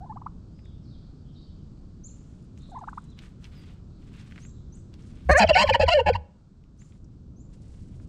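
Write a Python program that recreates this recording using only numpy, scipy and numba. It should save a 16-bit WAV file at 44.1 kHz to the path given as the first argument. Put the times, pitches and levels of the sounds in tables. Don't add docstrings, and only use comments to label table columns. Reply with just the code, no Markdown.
import sys
import numpy as np
from scipy import signal
from scipy.fft import rfft, irfft
from scipy.io import wavfile
from scipy.ndimage import uniform_filter1d
from numba import njit

SR = 44100
rng = np.random.default_rng(int(sys.argv[2]) if len(sys.argv) > 2 else 0)


def persist_wave(psi):
    counts = np.round(np.clip(psi, -1, 1) * 32767).astype(np.int16)
    wavfile.write(sys.argv[1], SR, np.atleast_2d(counts).T)


def ratio(d):
    e = np.asarray(d, float) / 20
    return 10 ** e


N = 356548

# (time [s], held [s], drop [s], pitch [Hz], level [dB])
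SQUEAKS = [
    (5.463, .012, 0.015, 3120, -33),
    (5.528, 0.018, 0.0077, 2878, -23),
    (5.667, 0.011, 0.0063, 2428, -28.5),
    (5.722, 0.013, 0.0052, 2473, -21.5),
    (5.856, 0.0079, 0.01, 2430, -36.5),
    (6.126, 0.0081, 0.011, 2480, -34.5),
]


def gobble():
    high, high_tops, drive = high_side()
    hoarse = np.clip(drive / 0.076, 0, 1)
    low, low_tops, push = low_side(hoarse)
    squeaks, leak = squeak()
    slack, slack_tops, swing = flutter()
    throb_depth = .6
    shake = ratio(0.22 * hoarse * walk(240)) * (1 + throb_depth * slack / (swing + 0.016))
    beat = 0.92 * (low * high_tops + high * low_tops)
    hiss = 0.45 * (drive + 0.15 * push + 0.4 * leak) * rng.standard_normal(N)
    tires_s, tire_db_per_s = 5.89, -24.5
    tire = ratio(tire_db_per_s * np.clip(np.arange(N) / SR - tires_s, 0, 1))
    tops = tire * (shake * (low_tops + high_tops + beat) + hiss)
    voice = windpipe(shake * (low + high)) + passband(throat(tops, hoarse), 570, 12500)
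    return voice + squeaks + puff(low_tops) + slack + slack_tops + chest(push * tire ** 2)


def high_side():
    # (time [s], length [s], from [Hz], to [Hz], level [dB])
    high_rows = [(5.289, 0.018, 733, 750, -22), (5.391, 0.044, 921.8, 769.4, -19),
                 (5.488, 0.024, 1003, 1001, -31), (5.551, 0.019, 711, 731, -15),
                 (5.572, 0.06, 884, 1064, -20), (5.688, 0.014, 914.2, 871.5, -16.5),
                 (5.741, 0.014, 956, 929.4, -15.5), (5.793, 0.044, 869.4, 844, -28),
                 (5.877, 0.017, 946, 988.6, -19), (5.988, 0.015, 893, 925.5, -21),
                 (6.059, 0.037, 845.5, 832, -21.5), (6.148, 0.011, 922, 956, -22.5)]
    aftertone = (5.65, 0.03, 1085, 1050, -31)
    top_rich, short_rich, richer_per_s = 0.86, 0.51, 6.3
    notes = [(*n, min(top_rich, short_rich + richer_per_s * n[1])) for n in high_rows]
    return sing(sorted(notes + [(*aftertone, 0)]), .04 * walk(700), 0.008, .003)


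def low_side(hoarse):
    # (time [s], length [s], from [Hz], to [Hz], level [dB])
    low_rows = [(5.289, 0.021, 536.4, 547.5, -17), (5.31, 0.023, 599, 624.6, -20),
                (5.331, 0.011, 605, 506, -26), (5.345, 0.044, 513, 678, -19),
                (5.381, 0.016, 721.4, 739.5, -18.5), (5.397, 0.041, 690, 604.4, -24.5),
                (5.487, 0.022, 680.6, 634, -21.5), (5.549, 0.081, 552.7, 599.7, -29.5),
                (5.795, 0.0098, 571.8, 603, -14.5), (5.807, 0.019, 615.5, 669.6, -24),
                (5.881, 0.0087, 678.6, 665, -17.5), (5.897, 0.025, 629, 692, -24),
                (5.921, 0.016, 718, 689.7, -21.5), (5.938, 0.025, 600.4, 600.3, -15.5),
                (5.966, 0.024, 590.6, 516.2, -15.5), (6.06, 0.035, 518, 681.6, -23.5)]
    # (time [s], pitch [Hz], level [dB])
    gulps = [
        (5.438, 680, -12.5),
        (5.504, 649, -10),
        (5.636, 619.8, -14.5),
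        (5.703, 571, -15),
        (5.752, 604.8, -21.5),
        (5.829, 566.4, -13),
        (6.004, 519, -18),
        (6.096, 527.5, -13.5),
    ]
    rich, free_db, purer_per_db = 0.86, -17.5, 0.2
    gulp_s, gulp_sag, gulp_rich = .011, .085, 0.31
    notes = [(*n, rich - purer_per_db * max(n[-1] - free_db, 0)) for n in low_rows]
    notes += [(s, gulp_s, hz, hz * (1 - gulp_sag), db, gulp_rich) for s, hz, db in gulps]
    return sing(sorted(notes), (0.008 + 0.055 * hoarse) * walk(600), 0.0047, 0.0031)


def squeak_notes():
    sag, end_hz, squeak_rich, fall_rich = 0.018, 1700, 0.1, 0.38
    fall_db = -6.5
    notes = []
    for s, held, drop, hz, db in SQUEAKS:
        knee_hz = hz * (1 - sag)
        notes.append((s, held, hz, knee_hz, db, squeak_rich))
        notes.append((s + held, drop, knee_hz, end_hz, db + fall_db, fall_rich))
    return notes


def squeak():
    thin, thin_tops, leak = sing(squeak_notes(), 0.033 * walk(900), .003, 0.007)
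    rasp_db, rasp_hz, rasp_width_hz = -17, 4350, 900
    drops = [(s + held, drop, db + rasp_db) for s, held, drop, hz, db in SQUEAKS]
    rasp = steep_band(rng.standard_normal(N), rasp_hz, rasp_width_hz)
    rasp *= 6 * ratio(bursts(drops, 4400, 1500))
    return thin + passband(thin_tops, 3900, 5800) + rasp, leak


def puff(low_tops):
    puff_hz, puff_width_hz, edge_db_per_s = 6900, 2300, 1499
    level_db = bursts([(5.378, 0.014, -37)], edge_db_per_s, edge_db_per_s)
    jet = rng.standard_normal(N) + 8 * low_tops
    return 4.3 * ratio(level_db) * steep_band(jet, puff_hz, puff_width_hz)


def flutter():
    # (time [s], length [s], from [Hz], to [Hz], level [dB])
    flutter_rows = [
        (5.293, 0.017, 177.5, 176.4, -24),
        (5.401, 0.044, 210.5, 199.5, -23.5),
        (5.491, 0.013, 180, 176.6, -29.5),
        (5.552, 0.043, 129.3, 168.1, -37.5),
        (5.6, 0.038, 174.3, 214.2, -32),
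        (5.688, .016, 189.9, 188.8, -37),
        (5.747, 0.014, 186, 180.2, -38),
        (5.796, 0.012, 183, 194.4, -31.5),
        (5.879, 0.013, 224, 231.3, -43),
        (6.064, 0.033, 164.2, 186.3, -34.5),
    ]
    buzz_rich, settles_s = .4, .036
    notes = [(*n, buzz_rich * (n[1] < settles_s) + 0.12) for n in flutter_rows]
    return sing(notes, 0.035 * walk(100), 0.0047, 0.0013)


def throat(tops, hoarse):
    # (centre [Hz], width [Hz], level [dB])
    shut_rows = [(1150, 410, -8.5), (1720, 554, -1), (2360, 200, -21), (4230, 400, -14.5),
                 (6300, 660, -19.5), (8700, 1200, -22), (11500, 5000, -30.5)]
    # (centre [Hz], width [Hz], level [dB])
    open_rows = [(1480, 180, -10), (1800, 530, -8), (2230, 330, -4), (3000, 280, -5), (3390, 50, -14.5),
                 (4200, 380, -5.5), (4750, 400, -5), (5520, 260, -12), (7000, 2400, -20),
                 (10800, 21000, -33.5)]
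    # (time [s], centre [Hz], level [dB], treble let out [dB])
    mouth = [
        [(5.29, 2310, -3, 2.5), (5.33, 2340, -3, 1), (5.345, 2300, -3, -9), (5.372, 2300, -2.5, -15),
         (5.39, 2360, -3, -2), (5.44, 2520, -7.5, -1)],
        [(5.485, 2810, 1.5, 3), (5.515, 2910, 1.5, -3.5), (5.56, 1960, -6.5, 0), (5.60, 2680, 2, 1),
         (5.645, 2739, -5, 0.5), (5.685, 3000, 4, 1), (5.745, 3020, 1, -1.5), (5.77, 3000, -11.5, -4.5)],
        [(5.80, 2580, -4.5, -1), (5.835, 2830, -2, 0), (5.88, 3000, -6, -1), (5.93, 2708, 1, 0),
         (5.955, 3000, -0.5, 7.5), (6.0, 2920, 2, -5.5), (6.07, 2676, -4, -5.5), (6.1, 2711, -2, 1),
         (6.155, 2820, -1, 4)],
    ]
    # (centre [Hz], width [Hz], share swallowed)
    pockets = [
        (1200, 260, .95),
        (3620, 600, .9),
        (6100, 500, .5),
    ]
    # (centre [Hz], width [Hz], level [dB])
    sacs = [(1010, 12, -14), (1510, 12, -4), (2660, 18, -14), (3230, 16, -6), (5300, 30, -16)]
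    mouth_hz, mouth_db, treble_db = curve(sum(mouth, []))
    mouth_width_hz, beak_opens_s = 260, 5.39
    beak = np.clip((np.arange(N) / SR - beak_opens_s) / .015 + .5, 0, 1)
    upper = ratio(treble_db) * passband(tops, 3300, 16000)
    clear = .4 - .1 * hoarse
    tops = passband(tops, 300, 3300) + upper * (.45 + clear + (.8 - clear) * walk(3500))
    out = np.zeros(N)
    for rows, share in ((shut_rows, 1 - beak), (open_rows, beak)):
        for hz, width, db in rows:
            waver = ratio(db + 6 + 1.6 * walk(70))
            out += waver * band(band(share * tops, hz, width), hz, 0.85 * width)
    gape = glide(glide(beak * tops, mouth_hz, 1. * mouth_width_hz), mouth_hz, 1. * mouth_width_hz)
    out += ratio(mouth_db + 9) * gape
    for hz, width, share in pockets:
        out = out - share * beak * band(out, hz, width)
    out = out - .9 * (1 - beak) * band(out, 3350, 1100)
    return out + sum(ratio(db) * band(band(beak * tops, hz, 5 * width), hz, width) for hz, width, db in sacs)


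def windpipe(fundamentals):
    pipe = passband(fundamentals, 460, 1130)
    return pipe + .21 * band(pipe, 550, 55) + .25 * band(pipe, 930, 49) + .15 * band(pipe, 810, 14)


def chest(breath):
    # (time [s], hold [s], level [dB], pitch [Hz])
    gasps = [(5.30, 0.03, -18, 66.9), (5.345, 0.021, -26.5, 65.4), (5.46, 0.0052, -24.5, 81.1),
             (5.53, 0.0059, -26, 84), (5.59, 0.049, -38, 62.5), (5.67, .02, -30, 78.8),
             (5.725, 0.012, -29, 88.4), (5.805, 0.025, -27, 80.4), (5.86, 0.022, -27.5, 78.1),
             (5.94, 0.0092, -32.5, 67.6), (5.99, 0.035, -35, 72.3), (6.06, 0.035, -29.5, 80.8),
             (6.13, 0.042, -29, 82.5), (6.2, 0.021, -41.5, 84.2)]
    hz = curve(gasps)[-1]
    db = bursts([g[:-1] for g in gasps], 519.5, 440)
    turn = 2 * np.pi * np.cumsum(hz * (1 + 0.07 * walk(50))) / SR
    boom = np.sqrt(2) * ratio(db + 2.2 * walk(60)) * (np.sin(turn) + .14 * np.cos(2 * turn))
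    deep = passband(rng.standard_normal(N), 21, 55) * np.sqrt(SR / 70)
    soft = passband(rng.standard_normal(N), 55, 140) * np.sqrt(SR / 540)
    return boom + ratio(db - 9) * deep + (ratio(db - 13.5) + 0.035 * breath) * soft


def purr():
    # (time [s], pitch [Hz], level [dB])
    warbles = [
        [(.007, 688, -45.5), (.040, 851, -45), (.052, 652, -53), (.065, 1070, -56), (.076, 960, -66),
         (.096, 878, -38.5), (.115, 853, -45), (.129, 1150, -75)],
        [(2.717, 829, -47), (2.739, 658, -44.5), (2.760, 1096, -39), (2.778, 820, -45), (2.794, 1150, -73),
         (2.811, 957, -43), (2.833, 651, -42.5), (2.844, 1364, -53), (2.853, 1370, -75)],
    ]
    # (time [s], length [s], from [Hz], to [Hz], level [dB])
    flicks = [
        (0.159, 0.008, 710, 820, -41.5),
        (0.168, 0.0088, 890, 1250, -41),
        (0.215, 0.0079, 770, 1200, -43.5),
        (.262, 0.0083, 816, 1370, -32.5),
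        (2.686, 0.011, 484, 642, -50),
        (2.875, 0.014, 815, 946, -37),
        (2.882, 0.00973, 903, 1650, -35.5),
        (2.928, 0.0067, 787, 1450, -42),
        (2.975, 0.01, 824, 1460, -34.5),
    ]
    notes = list(flicks)
    for rows in warbles:
        for a, b in zip(rows, rows[1:]):
            notes.append((a[0], b[0] - a[0], a[1], b[1], a[2]))
    first_rich, second_rich = 0.067, 0.12
    notes = [(*n, first_rich if n[0] < 1 else second_rich) for n in sorted(notes)]
    tone, tops, _ = sing(notes, 0.0125 * walk(400), 0.0049, 0.000084)
    return 1.43 * passband(band(tone + tops, 1010, 460), 400, 2740)


def feet():
    # (time [s], peak level [dB], centre [Hz])
    cracks = [(0.5913, -54, 2100), (.657, -54, 1690), (1.775, -64, 3970), (2.576, -48.5, 2850),
              (3.1897, -37.5, 3150), (3.2366, -44, 1940), (3.436, -53, 3000), (3.443, -38.5, 3300),
              (3.448, -48, 2940), (3.453, -45, 2520), (4.1395, -49, 2600), (4.195, -55, 1800),
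              (4.312, -47, 1500), (4.322, -41, 1990), (4.36, -41, 2070), (4.379, -38.5, 1980),
              (4.386, -42, 1700), (4.451, -44.5, 1930), (4.9406, -42.5, 4440), (6.639, -60, 2715),
              (6.819, -50, 1997), (6.9228, -53, 2515), (8, -52.5, 1515)]
    # (time [s], peak level [dB], centre [Hz])
    ticks = [(0.6534, -60, 6500), (2.30, -66, 7500), (2.442, -69, 8000), (2.576, -54.5, 6160),
             (2.586, -60, 7650), (2.62, -57, 7000), (2.698, -61, 7400), (2.707, -58, 7250),
             (2.7898, -59, 6500), (2.805, -63, 7000), (2.87, -68, 7500), (2.8962, -57, 7500),
             (2.935, -63, 7550), (2.9494, -61, 7000), (2.985, -61, 7800), (3.0, -65, 7500),
             (3.02, -62, 7580), (3.04, -58, 7400), (3.1024, -58, 6500), (4.209, -53.5, 5500),
             (4.493, -55, 6000), (5.022, -56, 5600), (7.0443, -58, 5880)]
    # (time [s], hold [s], dull crunch [dB], bright rustle [dB])
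    drags = [(2.094, .33, -80.5, -86), (2.58, 0.49, -77.5, -86), (3.222, 0.027, -62, -76.5),
             (3.434, 0.034, -66, -78), (3.52, 0.12, -65.5, -84), (3.66, 0.055, -65.5, -82.5),
             (4.02, 0.094, -71, -88), (4.135, 0.08, -62.5, -79), (4.24, 0.19, -66, -81),
             (4.75, 0.011, -78, -99), (5.0, 0.13, -70.5, -80.5), (5.12, 0.41, -68.5, -83.5),
             (6.799, 0.16, -81, -84), (7.119, 0.0095, -84, -101), (7.53, 0.019, -74, -80.5),
             (7.62, 0.22, -75.5, -81), (7.855, 0.19, -79, -82.5)]
    spray_db = bursts([(s, 0, db) for s, db, hz in cracks], 900, 550)
    dull_drag_db = bursts([(s, hold, dull) for s, hold, dull, bright in drags], 400, 199)
    bright_drag_db = bursts([(s, hold, bright) for s, hold, dull, bright in drags], 400, 199)
    dull_db = np.maximum(spray_db - 22.5, dull_drag_db)
    bright_db = np.maximum(spray_db - 42.5, bright_drag_db)
    size = ratio(2.2 * np.minimum(rng.exponential(size=(2, N)), 5))
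    grains = rng.standard_normal((2, N)) * size * (rng.random((2, N)) < .2)
    grains /= grains.std()
    out = ratio(dull_db + 10.0 + 1.8 * walk(60)) * passband(grains[0], 850, 3800)
    out += ratio(bright_db + 14 + 2.5 * walk(60)) * passband(grains[1], 4000, 8800)
    out += ratio(dull_db - 15.5 + 3 * walk(40)) * passband(grains[1], 8800, 15000)
    # (crumble [s], crumble strength, width as a share of the centre)
    husk, ice = (0.006, 0.22, 1), (0.0076, 0.43, .4)
    t = np.arange(1500) / SR
    for s, db, hz, crumble_s, crumble, wide in [(*c, *husk) for c in cracks] + [(*c, *ice) for c in ticks]:
        noise = rng.standard_normal(1500)
        snap = (1 + noise) * np.exp(-t / 0.00035)
        snap += crumble * np.clip(noise, -2.2, 2.2) ** 3 / 3 * np.exp(-t / crumble_s)
        width = wide * hz * 1.1
        crack = band(steep_band(snap, hz, width), hz, width)
        start = int(s * SR)
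        out[start:start + 1500] += ratio(db + 2.0) * crack / np.abs(crack).max()
    return out


def songbirds():
    # (time [s], length [s], top [Hz], share of the rise done at the knee, level [dB])
    chips = [
        (2.037, 0.034, 7290, 0.94, -52.5),
        (4.415, 0.056, 7700, 0.63, -61.5),
        (4.722, 0.036, 8200, 0.4, -61),
        (6.787, .034, 7500, .68, -67.5),
        (7.36, 0.071, 7530, 0.75, -72.5),
    ]
    # (time [s], length [s], from [Hz], to [Hz], level [dB])
    slurs = [
        (2.072, 0.021, 4160, 4310, -67),
        (2.081, 0.024, 4200, 2300, -76),
        (3.084, 0.03, 3920, 4020, -69.5),
        (3.11, 0.026, 4030, 3320, -69),
        (3.55, 0.051, 5140, 4670, -67.5),
    ]
    start_hz, knee_time, top_step_db = 5900, 0.68, 0.5
    notes = []
    for s, length, top_hz, rise, db in chips:
        early = knee_time * length
        knee_hz = start_hz + rise * (top_hz - start_hz)
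        notes.append((s, early, start_hz, knee_hz, db, 0))
        notes.append((s + early, length - early, knee_hz, top_hz, db + top_step_db, 0))
    song = sing(sorted(notes), 0.0087 * walk(250), 0.0038, 0.0019)[0] * ratio(2.5 * walk(200))
    return song + sing([(*n, 0) for n in slurs], 0.0129 * walk(200), .004, .002)[0]


def chatter():
    # (time [s], length [s], from [Hz], to [Hz], level [dB])
    chatter_rows = [(.45, .08, 4500, 4900, -90), (.53, 0.084, 4930, 5100, -83),
                    (0.635, 0.031, 3980, 3600, -73), (0.682, 0.042, 3500, 3100, -85),
                    (.82, 0.036, 5650, 5180, -80), (0.846, 0.11, 4500, 4550, -74.5),
                    (0.9, 0.071, 4020, 3200, -76), (0.96, 0.1, 4500, 4500, -82),
                    (1.15, 0.08, 4900, 4700, -87), (1.25, 0.067, 3390, 3340, -78),
                    (1.325, 0.021, 5360, 5100, -78), (1.347, 0.038, 3990, 3730, -67.5),
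                    (1.373, 0.064, 4850, 4600, -76), (1.443, 0.044, 3630, 3040, -78),
                    (1.506, 0.05, 4750, 4600, -86), (1.6, 0.33, 4420, 4570, -91),
                    (2.597, 0.046, 3842, 3598, -69), (2.897, 0.11, 3310, 3890, -83),
                    (3.895, 0.078, 3820, 4450, -83), (4.493, 0.11, 4180, 3630, -82.5)]
    return sing([(*n, 0) for n in chatter_rows], 0.062 * walk(300), .02, 0.004)[0]


def air():
    # (frequency [Hz], density [dB per Hz])
    spectrum_rows = [(12, -11), (22, -3), (60, -1), (120, -4), (180, -5), (342, -19), (491, -28.5),
                     (857, -39), (1370, -41.5), (1920, -55), (4500, -50.5), (8200, -57), (9000, -70.5),
                     (15500, -85.5)]
    # (time [s], level [dB])
    road = [(0.0, -42), (1.4, -44.5), (2.85, -44), (3.0, -45.5), (3.75, -43.5), (4.0, -44.5), (4.44, -44.5),
            (5.2, -43), (6.3, -54), (6.9, -47.5), (7.3, -45), (8.0, -42)]
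    air_db = -41.5
    f = np.arange(N // 2 + 1) * SR / N + 1
    hz, density_db = np.transpose(spectrum_rows)
    spectrum = rfft(rng.standard_normal(N)) * ratio(np.interp(np.log(f), np.log(hz), density_db))
    scale = ratio(air_db) / irfft(spectrum, N).std()
    road_db = curve(road)[0] - air_db
    duck_s, duck_db, recover_s = 7.9, -4, 0.88
    t = np.arange(N) / SR
    gain_db = duck_db * np.exp(-np.maximum(t - duck_s, 0) / recover_s) * (t > 5.3)
    out = np.zeros(N)
    for octave in np.arange(4, 14.5, .5):
        share = np.clip(1 - 2 * np.abs(np.log2(f) - octave), 0, 1)
        far = np.clip((10.5 - octave) / 1.6, 0, 1)
        flicker_db = 0.59 * walk(10.0) + 0.54 * walk(2.4)
        out += irfft(spectrum * share, N) * ratio(far * road_db + (1 - far) * gain_db + flicker_db)
    return out * scale


def wood(x, t60_s, wet_db, top_hz, echoes=()):
    t = np.arange(SR) / SR
    tail = rng.standard_normal(SR) * np.exp(-np.log(1000) * t / t60_s) * np.clip(t / 0.0019, 0, 1)
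    tail = signal.lfilter(*signal.butter(1, top_hz, fs=SR), tail)
    tail *= ratio(wet_db) / np.sqrt(np.sum(tail ** 2))
    for lag_s, db in echoes:
        tail[int(lag_s * SR)] += ratio(db)
    return x + signal.fftconvolve(x, tail)[:N]


def sing(notes, jitter, slew_s, release_s):
    hz, gain, bright = np.zeros((3, N))
    for s, length, from_hz, to_hz, db, strength in notes:
        a, b = int(s * SR), int((s + length) * SR)
        lead = a - 130 * int(gain[a - 200] == 0)
        hz[lead:a], hz[a:], bright[lead:] = from_hz, to_hz, strength
        hz[a:b] = np.linspace(from_hz, to_hz, b - a)
        gain[a:b] = ratio(db) * np.sqrt(2)
    k, fade = int(slew_s * SR), np.exp(-1 / (release_s * SR))
    gain = signal.lfilter([1 - fade], [1, -fade], uniform_filter1d(gain, k))
    r = np.clip(uniform_filter1d(bright, k), 0, .93)
    cos = np.cos(2 * np.pi * np.cumsum(uniform_filter1d(hz, k // 2) * (1 + jitter)) / SR)
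    stack = (cos - r) / (1 - 2 * r * cos + r ** 2)
    return gain * cos, gain * (stack - cos), gain


def bursts(rows, swell_db_per_s, fade_db_per_s):
    t, out = np.arange(N) / SR, np.full(N, -120.)
    for s, hold, db in rows:
        below_db = np.maximum(swell_db_per_s * (s - t), fade_db_per_s * (t - s - hold))
        out = np.maximum(out, db - np.maximum(0, below_db))
    return out


def band(x, hz, width):
    return signal.lfilter(*signal.iirpeak(min(hz, 16000), hz / width, fs=SR), x)


def steep_band(x, hz, width):
    return band(band(x, hz, width), hz, width)


def passband(x, lo_hz, hi_hz):
    return signal.sosfilt(signal.butter(3, [lo_hz, hi_hz], "band", fs=SR, output="sos"), x)


@njit
def glide(x, hz, width):
    y, b, l = np.empty(len(x)), 0., 0.
    for i in range(len(x)):
        g, k = np.tan(np.pi * hz[i] / SR), width / hz[i]
        v = (b + g * (x[i] - l)) / (1 + g * (g + k))
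        b, l, y[i] = 2 * v - b, l + 2 * g * v, k * v
    return y


def walk(rate):
    k = int(SR / rate)
    return 1.2 * uniform_filter1d(np.repeat(rng.standard_normal(N // k + 1), k), k)[:N]


def curve(rows):
    s, *columns = np.transpose(rows)
    return [np.interp(np.arange(N) / SR, s, c) for c in columns]


def scene():
    ground = wood(gobble() + purr() + feet(), 0.074, -20.5, 8500)
    near = wood(ground, 0.52, -33.0, 2200, [(.004, -23.5)])
    far = wood(songbirds(), 0.55, -6.0, 9000, [(.013, -15), (.043, -10), (.062, -20), (.088, -33)])
    calls = chatter()
    far += wood(calls, 0.8, 5.6, 12000) - 0.17 * calls
    return (near + far + air())[None]


def top_cut(x):
    return signal.sosfilt(signal.butter(12, 15630, fs=SR, output="sos"), x)


def record(dry):
    soft = np.tanh(.9 * dry) / .9
    return top_cut(soft)


dry = scene()
out = record(dry)
persist_wave(out)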